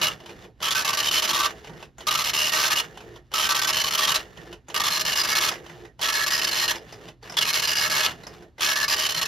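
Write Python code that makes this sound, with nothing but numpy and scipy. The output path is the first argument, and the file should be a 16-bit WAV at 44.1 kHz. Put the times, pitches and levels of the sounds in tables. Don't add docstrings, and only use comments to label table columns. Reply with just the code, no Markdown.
import sys
import numpy as np
from scipy import signal
from scipy.fft import rfft, irfft, next_fast_len
from scipy.io import wavfile
from scipy.ndimage import uniform_filter1d

SR = 44100
rng = np.random.default_rng(int(sys.argv[2]) if len(sys.argv) > 2 else 0)


def log_audio(samples):
    frames = np.atleast_2d(samples).T
    limited = np.clip(frames, -1, 1)
    pcm = np.round(limited * 32767).astype(np.int16)
    wavfile.write(sys.argv[1], SR, pcm)


N = 408807
TIME = np.arange(N) / SR

# pitch_hz, level_db
ROOM_AIR = [(12, -21), (20, 5.5), (75, 6), (109, -6), (262, -22), (370, -8.5), (496, -28.5), (1110, -41.5),
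            (4080, -33.5), (7000, -51.5), (9100, -87), (15400, -120)]
ROOM_AIR_DB = -58
# pitch_hz, width_hz, level_db
MAINS = [(56, 8, -60), (121.4, 9.7, -59), (250, 71, -66.5)]

# start_s (first full column is due), level_db
LINES = [(0.014, -23.5), (0.6251, -24.5), (2.0694, -24.5), (3.3389, -24), (4.7458, -24), (6.0137, -25),
         (7.3703, -24.5), (8.604, -25.5)]
TEXT = [
    [6],
    [5, 2, 6, 5, 2, 3, 5, 7, 3, 3, 10],
    [2, 4, 4, 5, 0, 13, 13, 3, 4],
    [10, 3, 4, 3, 3, 7, 4, 4, 6, 4, 2],
    [3, 2, 4, 6, 2, 0, 7, 5, 2, 5, 3, 7],
    [7, 9, 2, 7, 3, 2, 11, 3],
    [2, 2, 5, 6, 3, 5, 10, 13],
    [10, 7, 0, 5, 8, 3, 4, 2, 1],
]
LEFTWARDS_LETTERS_PER_S, RIGHTWARDS_LETTERS_PER_S = 75.7, 72.1
# feed_start_s, carriage_start_s
TURNS = [(.2925, .6033), (1.6707, 1.9821), (3.0047, 3.316), (4.372, 4.6833), (5.6957, 5.9923),
         (6.9236, 7.227), (8.2675, 8.5813)]
FEED_S = 0.155

# pitch_hz, level_db
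FEED_TONES = [(117.5, -56), (352, -53.5)]
# moment (name), after_s, rustle_db, hum_db
TURN_SHAPE = [("line ends", 0.037, -36.5, -45), ("line ends", 0.074, -52.5, -43),
              ("feed", -0.0068, -54.5, -51), ("feed", .01, -50, -44.5), ("feed", 0.06, -54, -45.5),
              ("feed stops", -0.0016, -53.5, -47.5), ("feed stops", 0.017, -56.5, -49),
              ("feed stops", 0.064, -75, -57), ("sets off", -0.018, -76, -90),
              ("sets off", 0.0088, -49, -50), ("line starts", -0.0072, -51, -49),
              ("line starts", 0.02, -40, -47.5)]
# pitch_hz, level_db
RUSTLE = [(400, -1), (800, 4), (1500, 6), (2800, 0.5), (4000, -5), (6000, -5.5), (8000, -9.5), (11000, -21),
          (16000, -8)]
# pitch_hz, width_hz, level_db
MOTOR = [(158, 49, 0), (343.8, 18.5, -1), (438.3, 44, -1), (517, 65, -13.5), (660, 65, -7.5),
         (766, 47, -9.5), (1820, 70, -10.5)]
# pitch_hz, width_hz, level_db
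GEAR_RINGS = [(1732, 140, -10.5), (2825, 140, -11), (3420, 120, -18)]

# time_s, level_db, pitch_hz
BELT = [(0.202, -32, 2910), (.615, -22, 3000), (3.328, -23.5, 3000), (6.004, -24, 3000),
        (8.594, -21.5, 2980), (1.695, -30.5, 997), (1.6445, -29, 2840), (1.505, -34.5, 2610),
        (1.733, -31.5, 1540), (1.802, -33.5, 2790), (2.0053, -25.5, 3010), (4.7002, -23.5, 2740),
        (5.5153, -17, 4940), (5.5544, -25, 2010), (6.757, -22, 4970), (7.0847, -26, 2740),
        (7.2973, -19.5, 5070), (7.3214, -22, 5230), (7.34, -24.5, 2770)]
# time_s, level_db, pitch_hz
CARRIAGE_STOPS = [(.2591, -25, 2860), (2.9726, -25, 2870), (5.6624, -25.5, 2900), (8.2336, -27, 4000)]
# feed_db, feed_hz, feed_stop_db, feed_stop_hz, setting_off_db, setting_off_hz
TURN_CLICKS = [(-23, 2500, -35, 2400, -27.5, 3090), (-25, 2200, -25.5, 2600, -26, 6400),
               (-28, 2400, -30, 3060, -28, 3040), (-27, 2850, -23.5, 2730, -25, 6500),
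               (-28, 1800, -31, 1810, -25, 3010), (-26.5, 4800, -32, 2000, -31, 4510),
               (-22.5, 5000, -36, 1600, -28, 2000)]

CELL = 16
EDGE = 2
COLUMN_DB = [-6, -6, -0.5, -10, -3, -12, -3, -12, -3, -12, -2, -15]
# first_blow_halfsteps, platen_hz, head_hz, guide_hz
WORDS = [(3, 1210, 2910, 3910), (2, 1170, 3110, 3890), (1, 1310, 3440, 4680), (1, 1560, 2580, 5630),
         (2, 1140, 2680, 3700), (3, 1150, 2730, 4620), (3, 1150, 3030, 4900), (3, 1150, 3040, 3720),
         (3, 1330, 2990, 4210), (2, 1340, 3050, 5000), (2, 1170, 3080, 4140), (1, 1170, 3670, 3700),
         (2, 1220, 2840, 3920), (2, 1220, 2950, 4230), (1, 1190, 2750, 4100), (2, 2210, 2860, 5030),
         (3, 1200, 2830, 5090), (4, 1350, 2770, 4160), (2, 1310, 2770, 4210), (2, 1270, 2830, 4190),
         (1, 1310, 3110, 5210), (1, 1310, 3510, 4230), (2, 1320, 3230, 4300), (3, 1310, 3420, 4450),
         (3, 1310, 2730, 5100), (3, 1150, 3030, 4200), (3, 1150, 2980, 4180), (3, 1350, 2990, 4200),
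         (2, 1180, 3230, 3940), (2, 1190, 3030, 3700), (1, 1310, 3520, 3940), (0, 1230, 2840, 4860),
         (2, 1200, 3370, 4380), (1, 1200, 3520, 4190), (2, 1200, 2870, 4180), (1, 1230, 2870, 4730),
         (3, 1790, 2870, 4190), (2, 1160, 2840, 4960), (2, 1690, 2630, 5040), (1, 2190, 2870, 4750),
         (1, 1780, 2830, 4190), (2, 1290, 3380, 4440), (2, 1330, 3320, 4000), (1, 1730, 2810, 4190),
         (2, 1150, 2680, 5070), (2, 1860, 3030, 4980), (2, 1720, 2780, 5170), (2, 2150, 2970, 4470),
         (2, 1890, 3040, 4190), (2, 1720, 3150, 5010), (0, 2130, 3360, 3940), (2, 1680, 2950, 4190),
         (2, 1190, 2570, 4190), (3, 1690, 2840, 4190), (2, 1680, 2820, 4190), (2, 1770, 2800, 4800),
         (3, 1680, 2830, 4750), (2, 1680, 2800, 4510), (5, 1720, 3110, 5430), (1, 1740, 2810, 4180),
         (1, 1160, 3070, 4870), (1, 1160, 3060, 4420), (2, 2170, 2990, 4190), (1, 1890, 3030, 4200),
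         (1, 1180, 3040, 4200), (1, 2090, 2650, 4210)]
# ink_db, platen_db, head_db, guide_db
WORD_DB = [(-1, -9, 1.5, -9.5), (-1, -11.0, 3.5, -14.5), (1, -13.5, -6, -11), (0, -6, -10, -12),
           (1.5, -2.5, -11, -13), (1.5, -5, -10.5, -1), (2, -8, -9, -8), (-0.6, -16, 2, -6),
           (1, -14.5, -8.5, -6), (1, -10.5, -8, -7), (1.5, -9.5, -7, -9), (-0.5, 1.5, -10.5, -9),
           (1, -1, -6.5, -2.5), (2, -8.5, -1, -11), (-1.5, -5, -10, -9), (0.6, -7.5, -6.5, -9.0),
           (-0.5, -13, -0.5, -11), (1, -8, -9, -14), (1.5, -6.5, -3.5, -8), (-1, -10, 2, -12.5),
           (-0.9, -5, -2.5, -8.5), (1, -5, -7, -10), (1.2, -10, -8, -10), (1.5, -6, -1, -8.5),
           (1.6, -9, -10.5, -1), (0.5, -17, -3.5, -6), (0.4, -9, -7.5, -14), (0.8, -8, -8, -7),
           (0.8, -7.5, -4, -14), (2, -7.5, -1, -4.5), (2.7, -4, -7.5, -1), (3, -5, -2, -10.5),
           (1, -2.5, -11, -10.0), (0, -4.5, -9, -16.5), (-2, -10.5, -14.5, -0.5), (0.3, -11, -4.5, -12),
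           (-1.5, -1, -7, -13.5), (-0.8, -13, -11, -0.5), (0.3, -6.5, -9, -10), (-1.5, -10, -14, -2.5),
           (1.5, -2.5, -12, -6), (-0.7, -4, -11, -12), (-0.3, -12, -13.5, -11.5), (-1.5, 1, -13, -15),
           (0.9, -9, -16, -10), (0.8, -7, -17, -2), (1, -21, -5, -8), (0.5, -7, -4, -6),
           (-0.5, -10.5, -12, -3.5), (2.5, -4, -2, -11.5), (0.1, -14, 7.5, -7.5), (0.5, -7, 4, -3),
           (-1, -4.5, -4, -6.5), (1.5, -15, -3, -7), (-0.5, -12, -2, -2), (1, -17, -11, -1.5),
           (-0.5, -5, -5, -9.0), (-0.2, -6, -14, -8), (0.6, -4.5, -13, -7), (0, 6.5, -11.5, -10),
           (2, -15.5, -11, -10), (0.4, -16, -3, -12.5), (0.7, -17, -2, -10), (-0.8, -18.5, -12, -0.5),
           (0.5, -8.5, -7.5, -3), (2, -8, 1, -8)]
WOBBLE_S, WOBBLE_HZ = .0006, 7
NEEDLES, NEEDLE_SPREAD_S = 3, .0003
FLUTTER_DB, FLUTTER_T60_S = -30.5, .05

# pitch_hz, level_db
CRACK = [(100, -22.5), (300, -40.5), (900, -12), (2200, -6), (4000, -5), (5800, -6), (7000, -9.5),
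         (9500, -13.5), (10800, -17), (13000, -14.5), (16000, -15)]
# width_hz, level_db
RINGS = [(90.5, -6.5), (150, -5), (100, -4)]
# pitch_hz, width_hz, level_db
PLATES = [(450, 140, -35.5), (635, 27, -26.5), (964, 51, -39.5)]
# pitch_hz, width_hz, level_db, swing_db, crest_letters (from the margin),
# crest_spacing_letters, leftwards_db (added), moved_db (added once the microphone has moved)
METAL = [(1171, 34, -19, 7, 17.7, 42, -1.5, -6), (1237, 17, -26, 10.5, 59, 71, 6, -9.5),
         (1320, 25.5, -13, 7, 5.5, 53, -1, -1), (1550, 34, -16, 10.5, 12.5, 46, -1.5, -17.5),
         (1716, 41, -17.5, 4, 8.5, 65, 2.5, 7.5), (1876, 38, -15.5, 2.5, 15, 41, 0, 3.5),
         (2195, 28, -20.5, 2.5, 9.4, 55, 4, 6.5), (2555, 21, -25, 14.5, 1.5, 72, -3, 0.5),
         (2747, 46, -15, -2.5, 35, 56, -1.5, 0.5), (2888, 64, -17.5, 7, 28.5, 27.7, 2, 2),
         (3037, 67, -15.5, 8.5, 35, 48, -8.5, -1.5), (3280, 280, -18, 12.5, 56.4, 58.7, 0.5, 1.5),
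         (4146, 30, -22, 1.5, 40, 60, 2, 9), (4540, 55, -25, 5, 32, 43, -1.7, 9.5),
         (4880, 91, -29, 8, 24, 43, 2.5, 11.5), (5140, 59, -29.5, 3, 21, 28, 1, 8)]
MOVE_START_S, MOVE_END_S = 3.6, 6.06

# pitch_hz, likeness (0 to 1), right_louder_db
STEREO_LIKENESS = [(100.5, 0.91, 2), (1150, 0.86, 1.5), (1700, 0.17, 4), (2700, 0.88, 2.5), (3980, 1, -0.5),
                   (5340, 0.95, 0.5), (6660, 0, 0.5), (7940, 1, -1.5), (9180, 0.98, 2.5),
                   (10400, 0.18, -0.5), (11600, 0.95, -0.5), (12300, 1, -0.5), (13800, 0.3, 2),
                   (14400, 0.99, -1)]
# pitch_hz, turn_halfturns
STEREO_PHASE = [(5100, 0), (6600, .27), (7700, 1), (8900, 1), (11000, 2), (12900, 2), (14600, 3)]
TOP_HZ = 15760


def undb(db):
    return 10 ** (np.asarray(db) / 20)


def level(x, db):
    return x * undb(db) / np.sqrt(np.mean(x ** 2))


def ring(x, hz, width):
    return signal.lfilter(*signal.iirpeak(hz, hz / width, SR), x)


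def colour(x, table):
    hz, db = np.transpose(table)
    log_grid_hz = np.log(np.linspace(1, SR / 2, 2049))
    gain = undb(np.interp(log_grid_hz, np.log(hz), db))
    cepstrum = irfft(np.log(gain))
    cepstrum[1:2048] *= 2
    cepstrum[2049:] = 0
    return signal.fftconvolve(x, irfft(np.exp(rfft(cepstrum))))[:len(x)]


def fade(x, t60):
    return signal.lfilter([1], [1, -np.exp(-np.log(1000) / (t60 * SR))], x)


def walk(rate):
    hold = int(SR / rate)
    steps = np.repeat(rng.standard_normal(N // hold + 1), hold)
    return uniform_filter1d(steps, hold)[:N]


def layout():
    words, spans = [], []
    for k, ((start, db), text) in enumerate(zip(LINES, TEXT)):
        speed = RIGHTWARDS_LETTERS_PER_S if k % 2 else LEFTWARDS_LETTERS_PER_S
        cells = np.cumsum([0] + [letters + 1 for letters in text])
        spans.append((start, start + (cells[-1] - 1) / speed))
        for cell, letters in zip(cells, text):
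            if letters > 0:
                words.append((start + cell / speed, db, letters, speed))
    return words, spans


def room_tone():
    hum = sum(level(ring(rng.standard_normal(N), hz, width), db) for hz, width, db in MAINS)
    return hum + level(colour(rng.standard_normal(N), ROOM_AIR), ROOM_AIR_DB)


def room(x, t60=0.11, wet_db=-12):
    t = TIME[:int(.4 * SR)]
    noise = rng.standard_normal(len(t)) * np.exp(-np.log(1000) * t / t60)
    tail = colour(noise, [(300, 3.0), (3000, -4.0), (12000, -6.5)])
    return x + undb(wet_db) * signal.fftconvolve(x, tail / np.linalg.norm(tail))[:N]


def feed_motor(rise_s=0.046, fall_s=0.057, waver_db=5.0):
    on = sum(np.interp(TIME, [s, s + rise_s, s + FEED_S, s + FEED_S + fall_s], [0, 1, 1, 0])
             for s, _ in TURNS)
    tones = sum(undb(db + waver_db * walk(23)) * np.sin(2 * np.pi * hz * TIME) for hz, db in FEED_TONES)
    return on * tones


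def drive(grains, grain_db=2.5, waver_db=4.0, surge_db=3.0, step_db=2.5):
    spans, points = layout()[1], []
    for (feed, off), (_, end), (start, _) in zip(TURNS, spans, spans[1:]):
        when = {"line ends": end, "feed": feed, "feed stops": feed + FEED_S,
                "sets off": off, "line starts": start}
        points += [(when[moment] + after, *dbs) for moment, after, *dbs in TURN_SHAPE]
    point_s, rustle_db, hum_db = np.transpose(sorted(points))

    steps = np.cos(2 * np.pi * FEED_TONES[0][0] * TIME)
    rattle_db = grain_db * grains + surge_db * walk(25) + step_db * steps
    rattle = rng.standard_normal(N) * undb(rattle_db)
    rustle = level(colour(rattle, RUSTLE), 0)
    for hz, width, db in GEAR_RINGS:
        rustle = rustle + level(ring(rattle * undb(waver_db * walk(30)), hz, width), db)

    hum = 0
    for hz, width, db in MOTOR:
        band = ring(rng.standard_normal(N), hz, width) / np.sqrt(width)
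        hum = hum + undb(db + waver_db * walk(14)) * band
    hum = level(hum, 0)
    return rustle * undb(np.interp(TIME, point_s, rustle_db)) + hum * undb(np.interp(TIME, point_s, hum_db))


def clicks(t60=0.12, tick_t60=0.017, tick_db=4, rise_s=0.00072, ring_db=-1.5, width=300,
           body_db=-4.0, knock_db=-5):
    out, t = np.zeros(N), TIME[:int(.08 * SR)]
    shape = np.exp(-np.log(1000) * t / t60) + undb(tick_db) * np.exp(-np.log(1000) * t / tick_t60)
    shape = shape * (1 - np.exp(-t / rise_s))
    ticks = BELT + CARRIAGE_STOPS
    for (feed, off), (feed_db, feed_hz, stop_db, stop_hz, off_db, off_hz) in zip(TURNS, TURN_CLICKS):
        ticks += [(feed, feed_db, feed_hz), (feed + FEED_S, stop_db, stop_hz), (off, off_db, off_hz)]
    for s, db, hz in ticks:
        burst = rng.standard_normal(len(t)) * shape
        rattle = level(colour(burst, RUSTLE), 0)
        knock = level(ring(burst, 720, 300), knock_db)
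        mixed = rattle + level(ring(burst, hz, width), ring_db) + knock
        out[int(s * SR):int(s * SR) + len(t)] += undb(db + body_db) * mixed / np.abs(mixed).max()
    return out


def needles(column_db=2.0, scatter_s=.00005, idle=.18, idle_db=-12):
    stroke_db = np.full(CELL, -np.inf)
    stroke_db[:len(COLUMN_DB)] = COLUMN_DB
    words = []
    for (s, db, letters, speed), (first, *_), (ink_db, *_) in zip(layout()[0], WORDS, WORD_DB):
        column = np.arange(letters * CELL)
        step = column % CELL
        timing, letter_kind, ink, dots = rng.uniform(-0.97, 1, (len(column), 4)).T
        letter_kind = letter_kind[column // CELL]

        at, phase = column / (CELL * speed), np.pi * timing[0]
        wobble = WOBBLE_S * (np.sin(2 * np.pi * WOBBLE_HZ * at + phase) - np.sin(phase))
        at = at + wobble + scatter_s * (1 + timing)

        size = undb(db + ink_db + stroke_db[step] + column_db * ink)
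        size[(letter_kind < -.7) & np.isin(step, (0, 1, 2, 3, 10, 11))] = 0
        size[(letter_kind < .3) & (step < EDGE)] = 0
        size[(1 + dots) / 2 < idle] *= undb(idle_db)
        size[:int(first)] = 0
        size[int(first)] = undb(db + ink_db)

        blows = np.zeros(int((at[-1] + .12) * SR))
        for late in NEEDLE_SPREAD_S * rng.random((len(column), NEEDLES)).T:
            np.add.at(blows, ((at + late) * SR).astype(int), size / np.sqrt(NEEDLES))
        words.append((int((s - EDGE / (CELL * speed)) * SR), blows))
    return words


def metal(strikes, metal_db=-1.5, letter_db=3.5):
    out, moved = 0, np.interp(TIME, (MOVE_START_S, MOVE_END_S), (0, 1))
    place, leftwards = np.zeros((2, N))
    for k, (start, end) in enumerate(layout()[1]):
        on = TIME >= start
        if k % 2:
            place[on] = RIGHTWARDS_LETTERS_PER_S * (TIME[on] - start)
        else:
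            place[on] = LEFTWARDS_LETTERS_PER_S * (end - TIME[on])
        leftwards[on] = 1 - k % 2
    for hz, width, db, swing_db, crest, spacing, left_db, moved_db in METAL:
        mode_db = db + metal_db + letter_db * walk(30)
        place_db = swing_db * np.cos(2 * np.pi * (place - crest) / spacing)
        gain = undb(mode_db + place_db + left_db * leftwards + moved_db * moved)
        out = out + np.sqrt(1000 / width) * ring(strikes * gain, hz, width)
    return out


def print_head(words, crack_db=24, spread_db=-18, ring_db=23, plate_db=44):
    strikes, rings = np.zeros((2, N + SR))
    for (start, blows), (_, *pitches), (_, *levels) in zip(words, WORDS, WORD_DB):
        spread = undb(spread_db) * fade(blows, 0.0035)
        flutter = undb(FLUTTER_DB) * fade(blows, FLUTTER_T60_S)
        shaken = blows + (spread + flutter) * rng.standard_normal(len(blows))
        here = slice(start, start + len(blows))
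        strikes[here] += shaken
        for hz, db, (width, part_db) in zip(pitches, levels, RINGS):
            part = ring(ring(shaken, hz, width), hz, 6 * width)
            rings[here] += undb(db + part_db) * np.sqrt(1000 / width) * part
    rings[:N] += metal(strikes[:N])
    plates = sum(undb(db) * ring(strikes, hz, width) for hz, width, db in PLATES)
    crack = undb(crack_db) * colour(strikes, CRACK)
    return (crack + undb(ring_db) * rings + undb(plate_db) * plates)[:N]


def scene():
    words, gears, grains, motor = needles(), clicks(), walk(150), feed_motor()
    paths = []
    for _ in range(2):
        printer = room(print_head(words) + gears)
        paths.append(printer + drive(grains) + motor + room_tone())
    return np.array(paths)


def record(dry, delay_s=.002):
    size = next_fast_len(N)
    f = np.fft.rfftfreq(size, 1 / SR)
    hz, like, right_db = np.transpose(STEREO_LIKENESS)
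    like = np.interp(f, hz, np.clip(like, 0, 1))
    right_db = np.interp(f, hz, right_db)
    left, second = rfft(dry, size)
    delayed = second * np.exp(-2j * np.pi * f * delay_s)
    right = like * left + np.sqrt(1 - like ** 2) * delayed
    right = right * np.exp(1j * np.pi * np.interp(f, *np.transpose(STEREO_PHASE)))
    pair = irfft([left * undb(-right_db / 2), right * undb(right_db / 2)], size)[:, :N]
    pair = signal.sosfilt(signal.butter(4, 40, "high", fs=SR, output="sos"), pair)
    return signal.sosfilt(signal.ellip(10, .2, 75, TOP_HZ, fs=SR, output="sos"), pair)


dry = scene()
out = record(dry)
log_audio(out)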